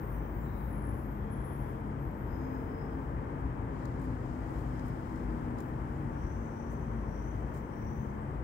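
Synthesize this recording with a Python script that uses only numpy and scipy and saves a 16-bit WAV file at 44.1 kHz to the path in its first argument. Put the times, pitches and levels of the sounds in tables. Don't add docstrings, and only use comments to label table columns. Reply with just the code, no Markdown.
import sys
import numpy as np
from scipy import signal
from scipy.fft import rfft, irfft, next_fast_len
from scipy.io import wavfile
from scipy.ndimage import uniform_filter1d

SR = 44100
rng = np.random.default_rng(int(sys.argv[2]) if len(sys.argv) > 2 else 0)


def boost_factor(decibels):
    exponent = np.asarray(decibels, float) / 20
    return 10 ** exponent


def dump(signal):
    limited = np.clip(np.atleast_2d(signal).T, -1, 1)
    pcm = np.round(limited * 32767).astype(np.int16)
    wavfile.write(sys.argv[1], SR, pcm)


N = 371763


def rms_one(x):
    return x / np.sqrt(np.mean(x ** 2) + 1e-30)


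def in_time(rows):
    s, db = np.transpose(rows)
    return np.interp(np.arange(N) / SR, s, db)


def at_hz(points, hz):
    points = np.array(points)
    return np.interp(np.log(hz + 1), np.log(points[:, 0]), points[:, 1])


def drift(rate, size=N):
    points = 1.2 * rng.standard_normal(1700)
    return np.interp(np.arange(size) / SR * rate, np.arange(len(points)), points)


def pan(x, left_db):
    gains = boost_factor(np.array([[left_db / 2], [-left_db / 2]]))
    return x * gains * 2 / gains.sum()


def add(out, start, sound):
    at = round(start * SR)
    out[:, at:at + sound.shape[1]] += sound[:, :N - at]


def colour(x, points, shares):
    size = next_fast_len(N, True)
    curve_db = at_hz(points, np.arange(size // 2 + 1) * SR / size)
    return irfft(rfft(x, size) * boost_factor(np.outer(shares, curve_db)), size)[:, :N]


def field(spectrum, alike, lag):
    size = next_fast_len(N, True)
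    hz = np.arange(size // 2 + 1) * SR / size
    real, imaginary = rng.standard_normal((2, 2, len(hz)))
    left, own = real + 1j * imaginary
    late_left = left * np.exp(-2j * np.pi * hz * lag / SR)
    right = alike * late_left + np.sqrt(1 - alike ** 2) * own
    inside = (hz > spectrum[0][0]) & (hz < spectrum[-1][0])
    return rms_one(irfft(np.array([left, right]) * boost_factor(at_hz(spectrum, hz)) * inside, size)[:, :N])


# f/Hz, level/dB per Hz
LEAF_SPECTRUM = [(1710, -24), (2900, -6), (3150, -2.5), (3510, -13), (4300, -13.5), (5000, -10),
                 (6000, -13), (8900, -12.5), (9300, -15), (10700, -18.5), (11500, -15), (12800, -15.5),
                 (13500, -13.5), (15800, -11.5)]
# t/s, level/dB
BREEZE = [(0.0, -82.5), (1.2, -82), (3.4, -81.5), (4.0, -82), (4.7, -77), (5.6, -79.5), (7.8, -81),
          (8.43, -82.5)]


def leaves():
    level_db = in_time(BREEZE) + 6.0 + 0.5 * drift(9.3)
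    return boost_factor(level_db) * field(LEAF_SPECTRUM, alike=0.057, lag=22)


# t/s, level/dB
FLOW = [(0.0, -38.5), (0.9, -38.5), (1.6, -39.5), (2.3, -38), (3.3, -38), (4.1, -37.5), (4.8, -38.5),
        (5.4, -37.5), (5.95, -38), (7.3, -38.5), (7.7, -39.5), (8.43, -38.5)]


def traffic_swing():
    flow_db = in_time(FLOW)
    return flow_db - flow_db.mean()


# f/Hz, level/dB per Hz
RUMBLE = [(13, -50), (22, -27.5), (35, -1), (48, 1.5), (63, 2.5), (86, -5.5), (110, -7.5), (140, -27),
          (240, -120)]
# t/s, level/dB of the swell
AXLES = [(0.91, 7), (1.29, 6), (1.59, 7), (2.02, 3), (2.32, 7.5), (3.12, 4), (3.45, 6), (4.37, 4),
         (4.86, 1.5), (5.96, 2), (6.24, 8), (6.9, -2.5), (7.4, 5), (7.86, 8), (8.41, 2.5)]


def rumble(swing_db):
    t = np.arange(N) / SR
    half_width_s = 0.065
    axles_db = sum(db * np.exp(-0.5 * ((t - s) / half_width_s) ** 2) for s, db in AXLES)
    return boost_factor(-42.5 + 0.8 * swing_db + axles_db) * field(RUMBLE, alike=1.0, lag=22)


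# f/Hz, level/dB per Hz
DRONE = [(47, -35.5), (80, -2.5), (132, 1.5), (183, -4.5), (253, -5.5), (285, -5), (318, -5), (374, -10.5),
         (449, -14), (483, -16.5), (700, -22.5), (910, -57), (1540, -120)]


def drone(swing_db):
    return boost_factor(-40 + swing_db) * field(DRONE, alike=0.89, lag=5.9)


# f/Hz, level/dB per Hz
TYRES = [(220, -36), (380, -3.5), (448, -3.5), (477, -3), (678, -7.5), (887, -2), (1340, -10.5),
         (1720, -15), (2010, -19.5), (2770, -34), (4500, -52), (5850, -70), (9900, -120)]


def tyre_roar(swing_db):
    level_db = -46.5 + 0.9 * swing_db + 0.42 * drift(6.0)
    return boost_factor(level_db) * field(TYRES, alike=0.36, lag=22)


def engine_tone(rows, wobble_hz, flutter_db, lag):
    out = np.zeros((2, N))
    s, hz, db = np.transpose(rows)
    t = np.arange(s[0], s[-1], 1 / SR)
    hz = uniform_filter1d(np.interp(t, s, hz), round(0.15 * SR))
    fade = np.clip(np.minimum(t - t[0] + 0.024, t[-1] + 0.016 - t) / 0.17, 0, 1)
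    phase = 2 * np.pi * np.cumsum(hz + wobble_hz * drift(9.0, size=len(t))) / SR
    level = np.sqrt(2) * fade * boost_factor(np.interp(t, s, db) + flutter_db * drift(7.0, size=len(t)))
    right_phase = phase - 2 * np.pi * hz * lag / SR
    add(out, t[0], level * np.sin([phase, right_phase]))
    return out


# t/s, f/Hz, level/dB
IDLE = [(0.0, 52.5, -36), (0.42, 53.1, -39.5), (2.13, 51.1, -43.5), (2.58, 57.62, -48.5), (3.87, 53, -39.5),
        (4.13, 58.83, -43.5), (4.84, 51.0, -40.5), (6.15, 50.9, -46.5), (7.18, 53.15, -40),
        (7.35, 57.3, -39.5), (7.93, 53.86, -58), (8.43, 58.9, -35)]
LORRY = [(0.0, 133, -53), (0.7, 136, -45), (1.1, 134, -46.5), (1.55, 133, -42), (2.3, 135, -47),
         (2.9, 132, -49.5), (3.4, 134, -45), (3.9, 130, -51), (4.3, 134, -44.5), (4.8, 122, -40),
         (5.15, 130, -56), (5.65, 124, -44.5), (6.0, 140, -44), (6.4, 140, -53), (6.85, 132, -47),
         (7.2, 134, -49), (7.7, 130, -47.5), (8.43, 132, -46)]
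EARLY_CAR = [(0.0, 232, -49.5), (0.6, 220, -48.5), (1.3, 214.8, -48.5), (1.87, 211, -51), (2.2, 210, -49)]
PASSING_CAR = [(2.1, 245, -60), (2.399, 256, -45), (2.899, 262, -50.5), (3.4, 269, -46), (3.75, 265, -47.5),
               (3.9, 261, -51), (4.05, 260, -42), (4.7, 250, -50.5), (5.3, 244, -45.5), (5.85, 241, -46),
               (6.1, 234.4, -49.5), (6.901, 226, -43.5), (7.6, 218, -53.5), (8.43, 211, -48.5)]
VAN = [(3.8, 318, -56), (4.2, 314, -52), (4.6, 322, -52), (4.9, 320, -59), (5.1, 326, -52), (5.3, 322, -47),
       (5.7, 313, -48), (6.1, 308, -47), (6.5, 312.8, -61)]
WHINE = [(1.15, 454, -74), (1.29, 447, -46.5), (1.45, 451, -78), (1.8, 449.6, -50.5), (2.2, 450, -67.5),
         (2.47, 447, -50), (2.77, 451, -50.5), (3.1, 460, -64)]


def engines():
    out = boost_factor(-1.0) * engine_tone(IDLE, wobble_hz=2.254, flutter_db=2.2, lag=22.0)
    out += boost_factor(-2.0) * engine_tone(LORRY, wobble_hz=4.98, flutter_db=2.8, lag=5.9)
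    for car in (EARLY_CAR, PASSING_CAR):
        out += boost_factor(0.5) * engine_tone(car, wobble_hz=4.54, flutter_db=2.46, lag=14.0)
    out += boost_factor(-1.2) * engine_tone(VAN, wobble_hz=4.0, flutter_db=1.1, lag=8.5)
    out += boost_factor(0.1) * engine_tone(WHINE, wobble_hz=1.55, flutter_db=1.3, lag=11.0)
    return out


# f/Hz, level/dB left over right
BRAKE_SIDE = [(3300, 10), (5500, 22), (10000, 19), (13500, 21.5)]


def squeal(out, start, length, first_hz, last_hz, width_hz, db):
    t = np.arange(min(round((length + 0.3) * SR), N - round(start * SR))) / SR
    friction = rng.standard_normal((2, 2, len(t)))
    core_band = signal.butter(2, max(width_hz, 4) / 2, fs=SR, output="sos")
    halo_band = signal.butter(1, 2.3 * width_hz + 120, fs=SR, output="sos")
    core = signal.sosfilt(core_band, friction)
    halo = signal.sosfilt(halo_band, friction[::-1])
    cos, sin = rms_one(core) + boost_factor(-8.5) * rms_one(halo)
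    phase = 2 * np.pi * np.cumsum(np.interp(t, [0, length], [first_hz, last_hz])) / SR
    ringing = cos * np.cos(phase) + sin * np.sin(phase)
    already_on = start == 0
    rise = np.clip((t + already_on) / min(0.22 * length, 0.08), 0, 1)
    fall = np.exp(-np.maximum(t - 0.76 * length, 0) / min(0.22 * length + 0.022, 0.15))
    flutter = boost_factor(0.79 * drift(18.0, size=len(t)))
    add(out, start, boost_factor(db) * pan(ringing * rise * fall * flutter, at_hz(BRAKE_SIDE, first_hz)))


# start t/s, length t/s, f/Hz, level/dB
SCUFFS = [(.1, .7, 15500, -75), (2.448, 0.76, 15300, -80), (2.203, .55, 14300, -79), (0, 1.3, 14200, -83),
          (.42, 0.28, 3870, -80), (.85, .4, 14100, -78), (1.149, 0.74, 3300, -79.5),
          (1.42, .35, 13900, -84), (1.45, .3, 12030, -87), (4.68, .3, 5170, -81), (6.052, 2.1, 5980, -82.5),
          (6.27, .2, 13300, -89), (7.049, .25, 13500, -85), (7.702, .4, 15030, -79)]


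def scuffs(out):
    for start, length, hz, db in SCUFFS:
        squeal(out, start, length, hz, hz, 0.081 * hz, db)


# start t/s, length t/s, f/Hz, level/dB
RINGS = [(0, 0.26, 9685, -81), (0, 1.1, 8300, -88), (0.248, 0.27, 10780, -92), (.333, 0.15, 7294, -83),
         (.5, 0.44, 10750, -76), (0.657, 0.36, 10800, -69.5), (.876, .15, 9706, -93),
         (1.28, 0.38, 10941, -66), (5.9, .12, 7150, -86), (6.29, .22, 7250, -85), (7.201, 1.3, 3070, -86),
         (7.96, .35, 7360, -91), (8.1, 0.26, 8500, -90), (0, 7.5, 3070, -89)]


def rings(out):
    for start, length, hz, db in RINGS:
        squeal(out, start, length, hz, hz, 12, db)


# start t/s, length t/s, f/Hz, level/dB
SHRIEKS = [(0, 0.2, 13900, -69.5), (0, .49, 15200, -73), (.25, 0.57, 14700, -73), (.1, .2, 5900, -86),
           (.54, .5, 10480, -94), (0.593, 0.099, 13270, -71), (.85, 0.39, 13400, -72.5),
           (1.413, 0.4, 13120, -75), (1.976, 0.16, 13100, -77), (2.101, 0.52, 13300, -77.5),
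           (2.169, 0.088, 14000, -75), (2.26, 0.38, 5070, -77.5), (2.64, .3, 5090, -79),
           (2.268, .35, 6550, -83), (2.55, .15, 10750, -88)]


def shrieks(out):
    for start, length, hz, db in SHRIEKS:
        squeal(out, start, length, hz, hz * (1 + 0.012 * length), 0.016 * hz, db)


# start t/s, length t/s, upper mode's first f/Hz, level/dB
PRESSES = [
    (6.103, 0.39, 6060, -78.5),
    (6.45, 0.4, 6000, -79.5),
    (7.04, .27, 5840, -76),
    (7.685, 0.35, 5850, -76),
]


def presses(out):
    width_hz = 70.0
    for start, length, hz, db in PRESSES:
        squeal(out, start, 0.8 * length, 5705, 5755, width_hz, db)
        squeal(out, start + 0.06, length, hz, 6120, width_hz, db + 0.5)


def brakes():
    out = np.zeros((2, N))
    scuffs(out)
    rings(out)
    shrieks(out)
    presses(out)
    return out


def contact(out, white, grain, start, length, low_hz, high_hz, db, grain_db, rise):
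    at = round(start * SR)
    u = np.linspace(0, 1, max(round(length * SR), 64))
    band = signal.butter(2, [low_hz, high_hz], "band", fs=SR, output="sos")
    grains = white[:, at:at + len(u)] * boost_factor(grain_db * grain[at:at + len(u)])
    hiss = rms_one(signal.sosfilt(band, grains))
    envelope = np.clip(u / rise, 0, 1) * np.clip((1 - u) / 0.4, 0, 1) ** 0.57
    add(out, start, boost_factor(db) * pan(hiss * envelope, 17.5))


# start t/s, length t/s, level/dB
SLEEVE = [
    (3.66, 0.67, -78),
    (4.2, .6, -79),
    (4.655, 0.91, -80),
    (7.3, .2, -88),
]


def sleeve(out, white, grain):
    for start, length, db in SLEEVE:
        contact(out, white, grain, start, length, 3500, 8500, db, grain_db=1, rise=0.15)


# start t/s, length t/s, low edge f/Hz, level/dB
BRUSHES = [
    (4.005, 0.062, 6500, -67.5),
    (4.52, 0.13, 6000, -71.5),
    (4.85, 0.061, 6500, -69),
    (5.567, 0.084, 4000, -72),
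    (5.608, 0.12, 11000, -74),
    (6.699, 0.052, 7100, -70),
    (7.25, .06, 8000, -80),
    (7.481, .2, 12500, -77),
    (7.531, 0.083, 5500, -67.5),
    (7.92, .18, 12030, -79),
]


def brushes(out, white, grain):
    for start, length, low_hz, db in BRUSHES:
        contact(out, white, grain, start, length, low_hz, 15500, db, grain_db=1.5, rise=0.15)


# t/s, low edge f/Hz, high edge f/Hz, level/dB
TICKS = [
    (3.853, 3200, 13500, -61.5),
    (3.995, 7300, 8760, -69),
    (4.503, 6000, 14500, -69),
    (4.793, 3500, 9000, -68),
    (5.158, 4000, 15100, -70),
    (5.305, 3500, 7000, -77),
    (5.585, 4000, 13000, -67),
    (5.603, 6640, 15800, -62),
]


def ticks(out, white, grain):
    for start, low_hz, high_hz, db in TICKS:
        contact(out, white, grain, start, 0.0067, low_hz, high_hz, db, grain_db=-5, rise=0.05)


# f/Hz, level/dB
CONTACT_COLOUR = [(3000, 3), (5000, 4), (5900, -2), (6900, 3.5), (8800, -2), (10800, -5), (13500, -3), (16000, 0)]


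def hand():
    out = np.zeros((2, N))
    white, grain = rng.standard_normal((2, N)), drift(120.0)
    sleeve(out, white, grain)
    brushes(out, white, grain)
    ticks(out, white, grain)
    return colour(out, CONTACT_COLOUR, [1, 1])


# f/Hz, level/dB left over right
PORTS = [(60, 4.5), (110, 4), (200, 3), (380, 3.5), (700, 4.5), (1290, 4), (2380, 13), (4400, 10),
         (8120, 13), (15000, 4.5)]


def ports(x):
    return colour(x, PORTS, [0.5, -0.5])


def scene():
    swing_db = traffic_swing()
    road = rumble(swing_db) + drone(swing_db) + tyre_roar(swing_db)
    return ports(leaves() + road + engines()) + brakes() + hand()


def band_limit(x):
    return signal.sosfilt(signal.butter(12, 16870, fs=SR, output="sos"), x)


def record(dry):
    bass_cut = signal.butter(2, 34.0, "high", fs=SR, output="sos")
    top_cut = signal.ellip(16, 0.5, 60, 15750, fs=SR, output="sos")
    mix = signal.sosfilt(np.vstack([bass_cut, bass_cut, bass_cut, top_cut]), dry)
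    return band_limit(mix)


dry = scene()
out = record(dry)
dump(out)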